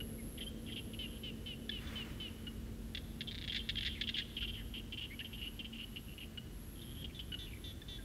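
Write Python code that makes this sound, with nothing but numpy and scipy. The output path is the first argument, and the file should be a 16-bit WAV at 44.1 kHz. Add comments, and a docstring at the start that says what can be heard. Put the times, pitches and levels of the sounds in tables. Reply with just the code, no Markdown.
"""Small birds in tall grass

Birds cheep, chatter and scold at the edge of a field: their voice boxes send out quick pulses that
make their throats ring. A bush cricket rubs its wings in buzzing phrases, and a fainter one joins in.
Low wind and a distant drone lie underneath, and the grass swishes once. The hand-held camera that
hears it all adds a low throb and a thin whine that pulses with its frame rate."""
import sys
import numpy as np
from scipy import signal
from scipy.fft import rfft, irfft, next_fast_len
from scipy.io import wavfile
from scipy.ndimage import map_coordinates

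SR = 44100
rng = np.random.default_rng(int(sys.argv[2]) if len(sys.argv) > 2 else 0)


def transcribe(signal):
    """Save signal, clipped to [-1, 1], as a 16-bit WAV file at the path in sys.argv[1]."""
    frames = np.atleast_2d(signal).T
    limited = np.clip(frames, -1, 1)
    pcm = np.round(limited * 32767).astype(np.int16)
    wavfile.write(sys.argv[1], SR, pcm)


N = 354563

# How strong each noise is from low to high: (frequency [Hz], relative level [dB])
WIND_SPECTRUM = [(15, -28), (30, -12), (45, -1), (68, -1.5), (100, -4), (150, -9), (250, -18.5), (600, -62),
                 (2000, -100)]
DRONE_SPECTRUM = [(50, -18), (130, -2), (250, 5), (340, 1.5), (480, -8.5), (650, -14.5), (1000, -29.5),
                  (3000, -98)]
FIELD_SPECTRUM = [(300, 4.5), (1000, 2), (1700, 2.5), (2400, -0.5), (3000, 2), (4500, -3), (6500, -5.5),
                  (7700, -5), (8700, -7), (9600, -6.5), (12000, -4.5), (15500, -12)]
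GRASS_SPECTRUM = [(200, 9), (700, -1), (1400, 5.5), (2300, 4.5), (3500, -3.5), (6000, -11), (10000, -15),
                  (15500, -15)]
# How loud the wind, the grass and the far cricket are: (time [s], level [dB])
WIND_LEVELS = [(0, -49), (.7, -50), (1.9, -52), (2.5, -49), (3.7, -50), (4.5, -50), (5.2, -52.5),
               (6.3, -51), (7.1, -48.5), (8.04, -53)]
SWISH_LEVELS = [(1.68, -84), (1.82, -55.5), (1.95, -52), (2.06, -57), (2.2, -62), (2.7, -72), (3, -100)]
FAR_CRICKET_LEVELS = [(3.2, -100), (3.6, -77), (5.1, -78.5), (5.4, -100), (7.4, -100), (7.8, -77)]
# How loud the distant drone and its hum are: (time [s], drone level [dB], hum level [dB])
DRONE_LEVELS = [(0.0, -52.5, -54), (0.49, -53, -52.5), (5.93, -58, -57.5), (6.7, -57.5, -57),
                (8.04, -56.5, -87)]
# The tones in that hum: (pitch [Hz], relative level [dB])
HUM_TONES = [(224.3, -1), (477, -19)]
# The tone of the near cricket's wings: (time [s], pitch [Hz])
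WING_PITCH = [(0, 11210), (3.9, 11210), (4.6, 11450), (7, 11260)]
# Its bursts of buzzing: (end time [s], length [s], level [dB])
CRICKET_PHRASES = [(.5, .7, -60.5), (1.233, .66, -64.5), (1.84, 0.52, -71), (2.58, .51, -71.5),
                   (3.28, 0.51, -71.5), (3.99, 0.49, -72), (4.809, 0.55, -69), (5.587, 0.53, -66.5),
                   (6.279, 0.51, -67), (7.03, 0.52, -63.5), (7.736, 0.6, -68), (8.45, 0.56, -69)]

# How a bird's throat rings: (multiple of the throat pitch, width [Hz], relative level [dB])
CHEEP_THROAT = [(1, 196, -9.5), (.8, 1130, -20), (1.15, 350, -19.5)]
WHINE_THROAT = [(0.993, 230, 4.5), (0.523, 220, -12), (1.72, 630, -6)]
TRILL_THROAT = [(0.98, 220, -6), (0.47, 400, -16)]
CHATTER_THROAT = [(1, 188, 3), (0.714, 1800, -8.5), (1.33, 620, -14)]
SCOLD_THROAT = [(1, 272, 5.5), (.53, 263, -12.5), (.64, 510, 0.5), (.85, 507, 3.5), (1.1, 425, -38),
                (1.85, 670, -11)]
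# Bird notes: (time [s], length [s], level [dB])
CHEEPS = [(.99, 0.072, -44.5), (1.235, .07, -46.5), (1.461, 0.079, -46.5), (1.716, 0.074, -45.5),
          (1.957, 0.072, -44.5), (2.201, 0.084, -45.5)]  # clean and falling
WHINES = [(1.872, .02, -50.5), (6.817, .014, -53), (7.147, 0.037, -53), (7.389, .075, -50),
          (7.641, 0.083, -50), (7.884, 0.096, -49.5)]  # nasal, through a wide beak
CHATTER = [(0.377, 0.019, -51), (0.407, .037, -46), (0.664, 0.085, -54), (0.721, 0.019, -46.5),
           (0.76, 0.04, -45), (0.934, 0.015, -49), (3.274, 0.025, -43), (3.496, 0.019, -40),
           (3.588, 0.034, -46), (3.769, 0.029, -41), (3.814, 0.023, -44.5), (3.89, 0.064, -48.5),
           (4.037, .011, -42), (4.073, 0.019, -40), (4.142, 0.022, -39), (4.218, 0.011, -43.5),
           (4.367, .025, -41), (4.408, 0.031, -42), (4.428, 0.028, -40.5), (4.476, .038, -45),
           (4.535, 0.071, -50), (4.739, .066, -46.5), (4.924, 0.024, -44), (4.975, 0.026, -44),
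           (5.01, 0.052, -45.5), (5.192, 0.023, -43), (5.246, 0.027, -48), (5.33, 0.036, -49.5),
           (5.379, 0.03, -52), (5.414, 0.073, -47.5), (5.592, 0.023, -44.5), (5.646, 0.0215, -46.5),
           (5.728, 0.045, -50), (5.784, 0.062, -48.5), (5.96, 0.023, -45.5), (6.18, 0.011, -49),
           (6.205, 0.044, -49.5), (7.043, 0.017, -45), (7.192, 0.02, -43.5)]  # raspy
SCOLDS = [(2.949, 0.01, -39), (2.973, 0.011, -42.5), (3.208, 0.013, -39), (3.441, 0.015, -45),
          (3.478, 0.014, -41), (3.522, .016, -40.5), (3.547, 0.017, -38), (3.561, 0.024, -38.5),
          (3.69, 0.018, -35.5), (3.757, 0.0051, -39.5), (3.784, .01, -39.5), (3.809, 0.0034, -36.5),
          (3.831, .0085, -39.5), (3.85, 0.019, -40), (3.862, 0.026, -38), (4.012, 0.014, -35),
          (4.091, .011, -37), (4.168, 0.028, -42), (4.184, .025, -37.5)]  # harsh, with the beak open
# Low, scratchy notes: (time [s], length [s], throat pitch [Hz], level [dB])
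RASPS = [(0.383, .05, 2100, -62), (0.685, 0.031, 2280, -61), (3.951, 0.052, 2370, -57),
         (4.575, 0.05, 2030, -60), (7.094, 0.033, 2570, -63.5), (7.463, 0.11, 2690, -60)]
# Dry trills that speed up:
# (time [s], length [s], first pulse rate [Hz], last pulse rate [Hz], throat pitch [Hz], level [dB])
TRILLS = [(1.079, 0.099, 202, 220, 3130, -58), (6.084, .064, 90, 110, 2940, -59.5),
          (6.758, 0.18, 83.5, 153.3, 3240, -60), (6.948, 0.085, 172, 326, 3280, -55.5)]
# Short pips whose octave rings in the throat: (time [s], length [s], pitch [Hz], level [dB])
PIPS = [(.003, 0.0071, 1452, -44), (1.693, 0.0054, 1720, -36), (2.468, 0.013, 1446, -45),
        (6.375, 0.0085, 1465, -43), (7.319, .013, 1486, -43), (7.341, 0.0056, 1467, -41),
        (7.816, 0.0085, 1758, -51.5)]
# Thin squeaks that end a run of chatter: (time [s], pitch [Hz], level [dB])
SQUEAKS = [(0.461, 1576, -46), (5.463, 1480, -48), (5.825, 1467, -45)]
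# Sliding whistles: (time [s], length [s], first pitch [Hz], last pitch [Hz], level [dB])
WHISTLES = [(0.18, 0.03, 2240, 2080, -61), (3.871, 0.01, 2055, 1820, -48), (4.198, 0.0076, 1940, 1810, -47),
            (4.421, 0.011, 1390, 1450, -46), (5.099, 0.047, 2020, 2340, -53.5),
            (5.2, .021, 1580, 1930, -52.5), (7.981, 0.024, 1660, 1550, -56)]
# The chattering bird tenses for the quarrel, then calms: (time [s], throat pitch [Hz], roughness [0-1])
TENSION = [(.4, 3165, 0.58), (.95, 3060, 0.42), (3.3, 3290, 0.49), (4.15, 3135, 0.35), (4.8, 3032, 0.28),
           (6.2, 2900, 0.38), (7.05, 3200, .27)]


def amp(db):
    """Turn decibels into a number to multiply by."""
    return 10 ** (np.asarray(db) / 20)


def unit(x):
    """Scale a sound to an average strength (rms) of 1."""
    return x / np.sqrt(np.mean(x ** 2) + 1e-20)


def curves(rows):
    """Join a table's points with straight lines: one curve for each column after the time."""
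    times, *columns = np.transpose(rows)
    return [np.interp(np.arange(N) / SR, times, column) for column in columns]


def wobble(rate):
    """A smooth curve through `rate` random values a second."""
    return map_coordinates(rng.standard_normal(int(N * rate / SR) + 4), [np.arange(N) * rate / SR])


def filtered(x, response):
    """Turn each frequency in x up or down by response(hz)."""
    size = next_fast_len(N + 8192)
    return irfft(rfft(x, size) * response(np.fft.rfftfreq(size, 1 / SR)), size)[:N]


def noise(spectrum):
    """Noise of strength 1, shaped by (frequency [Hz], level [dB]) points."""
    points_hz, db = np.transpose(spectrum)
    white = rng.standard_normal(N)
    return unit(filtered(white, lambda hz: amp(np.interp(np.log(hz + 1), np.log(points_hz), db))))


def add(track, time, sound):
    """Mix a sound into the track at a time in seconds."""
    start = max(round(time * SR), 0)
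    track[start:start + len(sound)] += sound[:N - start]


def camera(frame_hz=23.98):
    """The camera throbs at twice its frame rate and whines once a frame."""
    frames = np.arange(N) / SR * frame_hz
    throb = amp(-55 + 2.8 * wobble(3.1)) * np.sin(4 * np.pi * frames + 0.67 * wobble(6))
    offset = (frames % 1 - 0.5) / frame_hz  # seconds from the middle of the frame
    tones = np.sin(2 * np.pi * 12945 * offset) + amp(-5) * np.sin(2 * np.pi * 12710 * offset)
    whine = np.exp(-(offset / 0.005) ** 2) * tones
    return throb + amp(-81) * unit(whine)


def wind():
    """Wind rumbles in gentle gusts."""
    level_db, = curves(WIND_LEVELS)
    return amp(level_db + 1.2 * wobble(7)) * noise(WIND_SPECTRUM)


def distant_drone():
    """A far, motor-like drone with a wavering hum; it is brighter when it is louder."""
    t = np.arange(N) / SR
    drone_db, hum_db = curves(DRONE_LEVELS)
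    drone = amp(drone_db) * noise(DRONE_SPECTRUM)
    whirr_db = drone_db.max() - 7.5 + 4.1 * (drone_db - drone_db.max())
    whirr = amp(whirr_db) * noise([(330, -35), (430, 7.5), (540, 4), (680, -41)])
    hum = np.zeros(N)
    for hz, db in HUM_TONES:
        strength = amp(hum_db + db + 1.46 * wobble(6))
        hum += strength * np.sqrt(2) * np.sin(2 * np.pi * hz * t + 0.49 * wobble(12))
    return drone + whirr + hum


def grass():
    """The field hisses evenly, and the grass swishes once."""
    swish_db, = curves(SWISH_LEVELS)
    hiss = amp(-62.5 + 0.04 * wobble(2.26)) * noise(FIELD_SPECTRUM)
    swish = amp(swish_db + 1.6 * wobble(39.83)) * noise(GRASS_SPECTRUM)
    return hiss + swish


def far_cricket():
    """A cricket so far away that its wing strokes blur into a thin, flickering hiss."""
    level_db, = curves(FAR_CRICKET_LEVELS)
    return amp(level_db + 1.9 * wobble(16)) * noise([(8400, -47), (9200, -1), (9700, 0), (10400, -35)])


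def bush_cricket(stroke_hz=142.8, scrape_db=-3, swell_s=0.076, stop_s=0.0085):
    """Each wing stroke makes a falling tone and a scrape; a phrase swells, rises and stops dead."""
    t = np.arange(N) / SR
    strokes = np.cumsum(stroke_hz * (1 + 0.0035 * wobble(24))) / SR
    offset = (strokes % 1 - 0.5) / stroke_hz  # seconds from the middle of the stroke
    pulses = unit(np.exp(-(offset / 0.002) ** 2) + 0.085)
    scrape = noise([(9000, -46), (10000, -31), (10450, -16.5), (10900, -6),
                    (11250, -10), (11600, -9), (11950, -20), (13000, -46)])
    wing_hz = curves(WING_PITCH)[0] + 30 * wobble(3.2) + 80 * wobble(stroke_hz)  # no two strokes alike
    out = np.zeros(N)
    for end, length, db in CRICKET_PHRASES:
        start = end - length
        on = (t > start) & (t < end)
        effort = 1 - np.exp(-(t[on] - start + 0.029) / swell_s)
        stop = np.minimum((end - t[on]) / stop_s, 1)
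        hz = wing_hz[on] - 200 * (1 - effort)
        chirp = np.sqrt(2) * np.sin(2 * np.pi * hz * offset[on] * (1 - 2 * offset[on]))
        out[on] += amp(db) * effort * stop * pulses[on] * (chirp + amp(scrape_db) * scrape[on])
    return out


def echoes(x, stems_db=-9, stems_s=0.1, trees_db=-16, trees_s=0.82):
    """Stems scatter the calls at once; the tree line answers later and softer."""
    t = np.arange(SR * 3 // 4) / SR
    stems, trees = rng.standard_normal((2, len(t)))
    stems *= amp(-60 * t / stems_s)
    trees *= amp(-60 * t / trees_s) * (1 - np.exp(-(t / 0.066) ** 2))
    tail = amp(stems_db) * stems / np.linalg.norm(stems) + amp(trees_db) * trees / np.linalg.norm(trees)
    return signal.fftconvolve(x, tail)[:N]


def small_body(x, low_hz=1460, high_hz=7200):
    """A small bird's body sends out only a narrow range of frequencies."""
    return filtered(x, lambda hz: (1 - 1 / (1 + (hz / low_hz) ** 16)) / (1 + (hz / high_hz) ** 8))


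def pulsed_note(length, pulse_hz, throat_hz, rough, throat, rise_s, fade_db, accent_db=0):
    """Voice-box pulses make the throat ring; roughness scatters their timing, size and pitch."""
    t = np.arange(round((length + 0.008) * SR)) / SR
    glide = np.minimum(t / length, 1) ** 1.4  # the pitch holds, then slides
    cycles = np.cumsum(np.interp(glide, np.linspace(0, 1, len(pulse_hz)), pulse_hz)) / SR
    count = max(int(np.ceil(np.interp(length, t, cycles) - 0.3)), 1)
    late, louder, higher = rng.standard_normal((64, 3))[:count].T
    times = np.interp(np.arange(count) + 0.185 * rough * late, cycles, t)
    times[0] = 0  # the first pulse is prompt and firm
    sizes = amp(np.where(times > 0, 6.8 * rough * louder, accent_db) - fade_db * (times / length) ** 2)
    ring_hz = np.interp(np.interp(times, t, glide), np.linspace(0, 1, len(throat_hz)), throat_hz)
    ring_hz *= 1 + 0.092 * rough * higher
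    age = np.maximum(t - times[:, None], 0)  # seconds since each pulse, one row per pulse
    rings = sum(amp(db) * np.exp(-np.pi * width * age) * np.sin(2 * np.pi * ratio * ring_hz[:, None] * age)
                for ratio, width, db in throat)
    sound = sizes @ (rings * (1 - np.exp(-age / rise_s)))
    return sound / np.sqrt(np.sum(sound ** 2) / (length * SR) + 1e-20)


def falling_note(length, hz, throat, pulse_hz, sag, rough, arch=0, accent_db=0):
    """Throat pitch and pulse rate drop together by the share `sag`; `arch` bends the middle."""
    bend = np.array([1 - arch / 2, 1 - sag / 2 + arch / 2, 1 - sag - arch / 2])
    return pulsed_note(length, pulse_hz * bend, hz * bend, rough, throat,
                       rise_s=0.00033, fade_db=6.5, accent_db=accent_db)


def sliding_tone(length, first_hz, last_hz, base_db=0, octave_db=0, rasp=0.087):
    """A slightly raspy sliding tone, with overtones at two and three times its pitch."""
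    progress = np.linspace(0, 1, round((length + 0.006) * SR))
    flutter = map_coordinates(rng.standard_normal(128), [np.arange(len(progress)) * 900 / SR])
    phase = 2 * np.pi * np.cumsum(first_hz + (last_hz - first_hz) * progress) / SR + rasp * flutter
    overtones = np.sin(2 * phase) + amp(-26) * np.sin(3 * phase)
    wave = amp(base_db) * np.sin(phase) + amp(octave_db) * overtones
    return np.sqrt(2) * wave * signal.windows.tukey(len(wave), 0.5)


def clear_notes():
    """Pips that start with a snap, rising squeaks and raspy sliding whistles."""
    out = np.zeros(N)
    for time, length, hz, db in PIPS:
        pip = sliding_tone(length, 0.988 * hz, 1.012 * hz, base_db=-7)
        snap = pulsed_note(0.0087, [500], [2 * hz], 0.41, SCOLD_THROAT, rise_s=0.0001, fade_db=4)
        add(out, time - 0.001, amp(db) * pip)
        add(out, time, amp(db - 9) * snap)
    for time, hz, db in SQUEAKS:
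        add(out, time, amp(db) * sliding_tone(0.022, 0.9655 * hz, 1.0345 * hz, base_db=-21))
    for time, length, first_hz, last_hz, db in WHISTLES:
        add(out, time, amp(db) * sliding_tone(length, first_hz, last_hz, octave_db=-23, rasp=0.45))
    return out


def calls(cheep_hz=3080, whine_hz=3596):
    """Even pulses make clean cheeps and whines; uneven ones make rasps and dry trills."""
    out = np.zeros(N)
    for time, length, db in CHEEPS:
        cheep = falling_note(length, cheep_hz, CHEEP_THROAT,
                             pulse_hz=442, sag=0.1, rough=0.065, arch=0.014)
        add(out, time, amp(db) * cheep)
    for time, length, db in WHINES:
        whine = falling_note(length, whine_hz, WHINE_THROAT, pulse_hz=394, sag=0.0453, rough=0.065)
        add(out, time, amp(db) * whine)
    for time, length, hz, db in RASPS:
        rasp = falling_note(length, hz, CHATTER_THROAT, pulse_hz=404, sag=0.17, rough=0.77)
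        add(out, time, amp(db) * rasp)
    for time, length, *pulse_hz, hz, db in TRILLS:
        trill = pulsed_note(length, pulse_hz, [hz], 0.31, TRILL_THROAT, rise_s=0.00073, fade_db=-2)
        add(out, time, amp(db) * trill)
    return out


def chatter():
    """Tension sets each note's pitch and roughness; a tighter throat also pulses faster."""
    out = np.zeros(N)
    throat_hz, roughness = curves(TENSION)
    for time, length, db in CHATTER:
        now = round(time * SR)
        higher, arch = rng.standard_normal(2)  # each note turns its own way
        hz = throat_hz[now] * (1 + 0.012 * higher)
        note = falling_note(length, hz, CHATTER_THROAT, pulse_hz=356.2 * (hz / 3000) ** 2.3,
                            sag=0.028, rough=roughness[now], arch=0.018 * arch, accent_db=-1)
        add(out, time, amp(db) * note)
    return out


def scolding(scold_hz=3400, scold_pulse_hz=426.1, stutter_hz=3560, stutter_pulse_hz=175.8):
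    """Hard rattles start sharply and fade; a soft, even stutter leads into the quarrel."""
    out = np.zeros(N)
    stutter = [(3.312 + k * 0.034, 0.018, -47.5, stutter_hz, stutter_pulse_hz) for k in range(4)]
    scolds = [(*row, scold_hz, scold_pulse_hz) for row in SCOLDS]
    for time, length, db, hz, pulse_hz in stutter + scolds:
        tightness = 1 + 0.0138 * rng.standard_normal()
        rattle = pulsed_note(length, [pulse_hz * tightness ** 2.3], [hz * tightness],
                             rough=0.32, throat=SCOLD_THROAT, rise_s=0.00016, fade_db=9)
        add(out, time, amp(db) * rattle)
    return out


def scene():
    """The birds, their echoes, the crickets and the background meet at one microphone."""
    birds = small_body(calls() + chatter() + scolding() + clear_notes())
    animals = birds + echoes(birds) + bush_cricket() + far_cricket()
    background = wind() + distant_drone() + grass() + camera()
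    return (animals + background)[None]


def record(dry):
    """The camera keeps nothing above its highest frequency."""
    top_hz = 15720
    return filtered(dry[0], lambda hz: hz < top_hz)[None]


dry = scene()
out = record(dry)
transcribe(out)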